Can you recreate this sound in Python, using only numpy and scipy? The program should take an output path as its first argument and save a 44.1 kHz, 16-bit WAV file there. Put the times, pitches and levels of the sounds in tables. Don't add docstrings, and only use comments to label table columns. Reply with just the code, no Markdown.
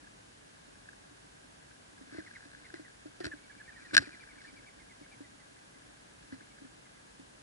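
import sys
import numpy as np
from scipy import signal
from scipy.fft import rfft, irfft
from scipy.io import wavfile
from scipy.ndimage import uniform_filter1d

SR = 44100
rng = np.random.default_rng(int(sys.argv[2]) if len(sys.argv) > 2 else 0)


def digitize_waveform(pressure):
    field = np.atleast_2d(pressure).T
    bounded = np.clip(field, -1, 1)
    quanta = np.round(bounded * 32767).astype(np.int16)
    wavfile.write(sys.argv[1], SR, quanta)


N = 327507


def undb(db):
    return 10 ** (np.asarray(db) / 20)


def level(x, db):
    return x * undb(db) / np.sqrt(np.mean(x ** 2) + 1e-24)


def add(out, start_s, x):
    i = max(int(start_s * SR), 0)
    out[:, i:i + x.shape[-1]] += x[..., :max(N - i, 0)]


def shaped_noise(points):
    hz, db = np.transpose(points)
    f = np.maximum(np.fft.rfftfreq(N, 1 / SR), 1)
    gain = undb(np.interp(np.log(f), np.log(hz), db))
    return irfft(rfft(rng.standard_normal(N)) * gain, N)


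def resonance(f, hz, width_hz):
    return 1j * f * width_hz / (hz ** 2 - f ** 2 + 1j * f * width_hz)


def band(hz, width_hz):
    f = np.fft.rfftfreq(N, 1 / SR)
    return irfft(rfft(rng.standard_normal(N)) * resonance(f, hz, width_hz) ** 2, N)


def drift(steps_per_s, step_db):
    k = int(SR / steps_per_s)
    steps = np.repeat(rng.standard_normal(N // k + 1), k)
    return undb(step_db * uniform_filter1d(steps, k)[:N])


def burst(t60_s):
    t = np.arange(int(t60_s * SR)) / SR
    x = rng.standard_normal((2, len(t))) * np.exp(-np.log(1000) * t / t60_s)
    return x / np.sqrt(np.sum(x[0] ** 2))


def ring(modes, treble_db=0, length=1, pitch=1):
    hz, db, t60_s, lead_rad = np.transpose(modes)[:, :, None]
    t = np.arange(int(t60_s.max() * length * SR)) / SR
    upper = np.clip(np.log2(hz / 1800), 0, .5) * 2
    decay = undb(db + treble_db * upper) * np.exp(-np.log(1000) * t / (t60_s * length))
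    polarity = (-1) ** np.arange(len(modes))[:, None]
    swing = 2 * np.pi * hz * pitch * t
    ports = [np.sum(polarity * decay * np.cos(swing + side * lead_rad), axis=0) for side in (.5, -.5)]
    return np.array(ports)


def grains(size, per_s, spread_db):
    chance, strength = rng.random(size), rng.standard_normal(size)
    sign = rng.choice([-1, 1], size)
    return (chance < per_s / SR) * sign * undb(spread_db * np.clip(strength, -2, 2))


def excite(pushes, response):
    return signal.fftconvolve(pushes[None], response, axes=1)


# pitch_hz [Hz], level_db [relative dB per Hz]
AIR_SPECTRUM = [(15, -53.5), (25, -16), (48, 1.5), (81, -4), (107, 0), (156, -1), (223, -3), (296, -3.5),
                (327, -6.5), (480, -9), (1170, -13), (1630, -12.5), (2450, -15.5), (6780, -17.5),
                (11000, -19.5), (14300, -107), (22000, -120)]
# pitch_hz [Hz], level_db [relative dB per Hz]
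HISS_SPECTRUM = [(15, -51.5), (25, -20), (92, -16.5), (192, -9), (296, -1.5), (327, -16), (372, 0.5),
                 (412, -8), (635, -4.5), (1430, -8.5), (5820, -19), (6610, -21), (11000, -27), (14300, -75),
                 (22000, -120)]


def background(air_db=-60.5, hollow_db=-72, hiss_db=-59, whine_db=-82):
    air = level(shaped_noise(AIR_SPECTRUM), air_db) * drift(4.07, step_db=.168)
    hollow = level(band(1607, 300), hollow_db) * drift(5.3, step_db=.1656)
    hiss = level(shaped_noise(HISS_SPECTRUM), hiss_db)
    whine = np.array([level(band(6750, 110), whine_db) for port in range(2)])
    return air + hollow + hiss * np.array([[1], [-1]]) + whine


# pitch_hz [Hz], level_db [dB], t60_s [s], left_lead_rad [rad]
PLATFORM_MODES = [(124, -18, 0.13, -0.37), (205, -17.5, 0.1416, -1.04), (313, 6, 0.057, -2),
                  (424, 2.5, 0.0091, -2.5), (610, -14, 0.03, -4.5), (641.2, -1, 0.037, -2.5)]


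def footfall(pitch, contact_s=0.0014, softening=4, length=1.55, linger=1.83):
    push = signal.windows.hann(max(int(SR * contact_s / pitch ** softening), 5))
    return excite(push / push.sum(), ring(PLATFORM_MODES, length=length / pitch ** linger, pitch=pitch))


# pitch_hz [Hz], level_db [dB], t60_s [s], left_lead_rad [rad]
HOUSING_MODES = [(1572, 6, 0.015, 1.65), (1685, 7, 0.015, 1.81), (2620, -7, 0.0093, 2),
                 (2990, -11.5, 0.016, 4), (3650, -6.5, 0.01, 2.5), (4200, -4, 0.018, 3.5),
                 (4900, -11.5, 0.023, 2), (5220, -5, 0.0058, 4.5), (5470, -14, 0.0035, 2.5),
                 (5915, -6, 0.0057, -0.5), (7230, -16.5, 0.014, 1), (8880, -18.5, 0.0099, 2),
                 (9550, -21.5, 0.0068, -1), (10750, -28, 0.0045, 3.5)]
# time_s [s], swell_db [dB above calm feeding]
BUSTLE_CURVE = [(0, -0.5), (1.95, -2), (2.2, 11.5), (2.6, 10.5), (3.1, 0), (3.65, 3.5), (4.05, 18.5),
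                (4.3, 8), (4.48, 8.5), (4.75, 1.5), (6.1, -2), (6.45, 5), (6.9, -7)]


def foraging(tick_db=-71, patter_db=-70, rustle_db=-73, tick_share=0.76, patter_share=0.62):
    bustle_db = np.interp(np.arange(N) / SR, *np.transpose(BUSTLE_CURVE))
    nibbles = grains(N, per_s=30, spread_db=5)
    paws = grains(N, per_s=20, spread_db=4)
    husks = grains(N, per_s=900, spread_db=6.5)
    ticks = excite(nibbles, ring(HOUSING_MODES, treble_db=-18))[:, :N]
    patter = excite(paws, footfall(pitch=.92))[:, :N]
    rustle = excite(husks, ring(HOUSING_MODES, treble_db=-5, length=0.39))[:, :N]
    ticks = level(ticks, tick_db) * undb(tick_share * bustle_db)
    patter = level(patter, patter_db) * undb(patter_share * bustle_db)
    return ticks + patter + level(rustle, rustle_db) * undb(bustle_db)


# start_s [s], length_s [s], level_db [dB rms], treble_db [dB]
SCRAPE_EVENTS = [(2.097, 0.1044, -56, -10.5), (2.733, 0.069, -63.5, -5), (3.2, 0.0152, -51, 0),
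                 (3.235, 0.04, -44.5, -3.5), (3.27, 0.014, -51, -12), (3.76, 0.14, -62, -9),
                 (3.929, 0.014, -44, -11), (3.936, 0.023, -35.5, -0.5), (3.97, 0.028, -38, -9.5),
                 (3.99, 0.051, -50.5, -3), (4.387, 0.11, -63.5, 0)]


def scrapes(per_s=2500, spread_db=6, length=0.31):
    out = np.zeros((2, N))
    for start_s, length_s, level_db, treble_db in SCRAPE_EVENTS:
        size = int(length_s * SR)
        catches = grains(size, per_s, spread_db) * signal.windows.tukey(size, .5)
        add(out, start_s, level(excite(catches, ring(HOUSING_MODES, treble_db, length)), level_db))
    return out


# first_stroke_s [s], last_stroke_s [s], strokes [count], stroke_length_s [s],
# first_pitch_hz [Hz], last_pitch_hz [Hz], first_level_db [dB], last_level_db [dB],
# fall [share of the pitch lost by the end of a stroke]
FLAP_BURSTS = [(2.184, 2.356, 3, 0.027, 2129, 2140, -57, -52, 0.388),
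               (2.651, 2.851, 3, 0.029, 2160, 2006, -57, -61, .15),
               (3.218, 3.322, 2, 0.03, 1840, 1750, -54, -43.5, 0.11),
               (3.37, 3.891, 8, .033, 2260, 2400, -68.5, -64.5, 0.11),
               (3.502, 3.605, 2, .024, 1707, 1733, -55, -52.5, 0.12),
               (3.686, 3.854, 3, .035, 1850, 1910, -53, -58.5, 0.16),
               (4.049, 4.21, 3, 0.041, 2440, 2410, -58.5, -60, .33),
               (4.298, 4.67, 5, .042, 2305, 2317, -61, -61.5, 0.155),
               (4.358, 4.448, 2, .019, 1760, 1840, -62, -54.5, .1),
               (4.802, 4.903, 2, .038, 2196, 2190, -63.5, -62, .13),
               (5.034, 5.122, 2, .038, 2250, 2345, -64.5, -62.5, 0.103),
               (5.242, 5.748, 4, 0.0328, 2050, 2060, -64.5, -72.5, .11),
               (6.333, 6.513, 3, 0.02, 2035, 2260, -66, -66, 0.087),
               (6.857, 6.965, 2, .026, 2127, 2092, -67, -72, .08)]


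def wingbeats(tiring=.06, uneven_db=0.5, uneven_pitch=0.0046):
    for first_s, last_s, strokes, length_s, first_hz, last_hz, first_db, last_db, fall in FLAP_BURSTS:
        for along in np.linspace(0, 1, round(strokes)):
            effort = rng.standard_normal()
            crest_s = first_s + (last_s - first_s) * along * (1 - tiring * (1 - along))
            top_hz = (first_hz + (last_hz - first_hz) * along) * (1 + uneven_pitch * effort)
            level_db = first_db + (last_db - first_db) * along + uneven_db * effort
            yield crest_s, length_s, top_hz, level_db, fall


def wings(crest=0.3, housing_db=6, lead_rad=0.48, edge=0.38, overtone_db=-12, echo_db=-6, echo_s=0.18, far_db=-54):
    flutter, rough = .02, .3
    out, spread = np.zeros((2, N)), np.zeros((1, N))
    sides = np.array([[.5], [-.5]])
    for crest_s, length_s, top_hz, level_db, fall in wingbeats():
        size = int(length_s * SR)
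        start_s = crest_s - crest * length_s
        stroke = np.linspace(0, 1, size)
        waver, shake = (level(uniform_filter1d(rng.standard_normal(size), size=90), 0) for _ in range(2))
        arch = 1 - fall * ((stroke - crest) / (1 - crest)) ** 2
        hz = top_hz * arch * (1 + flutter * waver)
        swell = signal.windows.tukey(size, edge) * (1 + undb(housing_db) * abs(resonance(hz, 1750, 250)))
        phase = 2 * np.pi * np.cumsum(hz) / SR
        overtone = undb(overtone_db) * abs(resonance(2 * hz, 4700, 500)) ** 2 * np.sin(2 * phase)
        whistle = swell * (1 + rough * shake) * (np.sin(phase + lead_rad * sides) + overtone)
        add(out, start_s, level(whistle, level_db))
        add(spread, start_s, level(whistle[0], min(level_db, far_db)))
    return out + undb(echo_db) * excite(spread[0], burst(echo_s))[:, :N]


# start_s [s], level_db [relative dB], pitch [factor]
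FOOTSTEPS = [(2.013, -49, 0.85), (2.126, -48, 0.914), (2.149, -45.5, 1.042), (2.186, -39, 1.013),
             (2.457, -52, 0.91), (2.744, -46.5, 1.06), (2.798, -46, .98), (3.059, -44, 0.965),
             (3.208, -38.5, 1.12), (3.272, -39, 1.03), (3.339, -46.5, 0.94), (3.935, -39, .95),
             (3.998, -41.5, .9), (4.025, -45.5, 1.17), (4.527, -54, .84), (5.014, -50.5, .94),
             (5.208, -44.5, 0.908), (6.327, -39.5, .85), (6.620, -49.5, 0.896), (6.648, -48, 0.82),
             (7.197, -49, 0.87)]


def thuds(gain_db=2, load_s=0.00299, crunch_db=-21, crunch_s=0.038):
    out = np.zeros((2, N))
    size = int(crunch_s * SR)
    for start_s, level_db, pitch in FOOTSTEPS:
        add(out, start_s - load_s, undb(level_db + gain_db) * footfall(pitch))
        husks = grains(size, per_s=900, spread_db=3) * signal.windows.hann(size)
        crunch = excite(husks, ring(HOUSING_MODES, treble_db=-9, length=0.192))
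        add(out, start_s - crunch_s / 4, level(crunch, level_db + crunch_db))
    return out


# start_s [s], level_db [relative dB]
JOLT_EVENTS = [(2.178, -52), (3.256, -43.5), (3.942, -53), (3.969, -46), (3.991, -45)]
# pitch_hz [Hz], level_db [dB], t60_s [s], left_lead_rad [rad]
STAND_MODES = [(52, -3.5, 0.174, -.1), (84.3, 4.5, 0.11, -.2), (121.2, 6, .1, -.5), (174.3, 0.5, 0.051, -1)]


def jolts(gain_db=-2):
    out = np.zeros((2, N))
    for start_s, level_db in JOLT_EVENTS:
        add(out, start_s, undb(level_db + gain_db) * ring(STAND_MODES))
    return out


def glancing(level_db, firm_db=-25):
    return max(firm_db - level_db, 0)


# start_s [s], level_db [relative dB], ring_length [factor]
KNOCK_EVENTS = [(.888, -41.5, 1.1), (.931, -47, .96), (1.712, -44, 0.7), (2.741, -31, 0.44),
                (3.2442, -27.5, 0.515), (3.2547, -28, 0.45), (3.267, -31.5, 0.716), (3.91, -44, 1.1),
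                (3.9444, -23, 0.69), (3.949, -16, 0.55), (3.9670, -6.5, 0.79), (3.9782, -12, 1.44),
                (4.092, -36, 0.55), (6.324, -38, 0.52), (6.408, -47, 0.91), (6.586, -44, 0.71),
                (6.651, -47, .6)]


def recoil(firm_db=-35, lightening=1.64, load_s=0.00292):
    out = np.zeros((2, N))
    for start_s, level_db, _ in KNOCK_EVENTS:
        weight_db = firm_db - lightening * glancing(level_db)
        add(out, start_s - load_s, undb(weight_db) * footfall(pitch=1.0))
    return out


def knocks(rattle_db=-29, rattle_s=0.14, rattle_treble_db=-3, dulling=1.33):
    out = np.zeros((2, N))
    for start_s, level_db, length in KNOCK_EVENTS:
        treble_db = -dulling * glancing(level_db)
        add(out, start_s, undb(level_db) * ring(HOUSING_MODES, treble_db, length))
        rattle = excite(burst(rattle_s)[0], ring(HOUSING_MODES, treble_db + rattle_treble_db, length=0.55))
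        add(out, start_s, undb(level_db + rattle_db) * rattle)
    return out


def scene():
    return background() + foraging() + scrapes() + wings() + thuds() + jolts() + recoil() + knocks()


def record(dry):
    return signal.sosfilt(signal.ellip(10, .2, 70, 11050, fs=SR, output="sos"), dry)


dry = scene()
out = record(dry)
digitize_waveform(out)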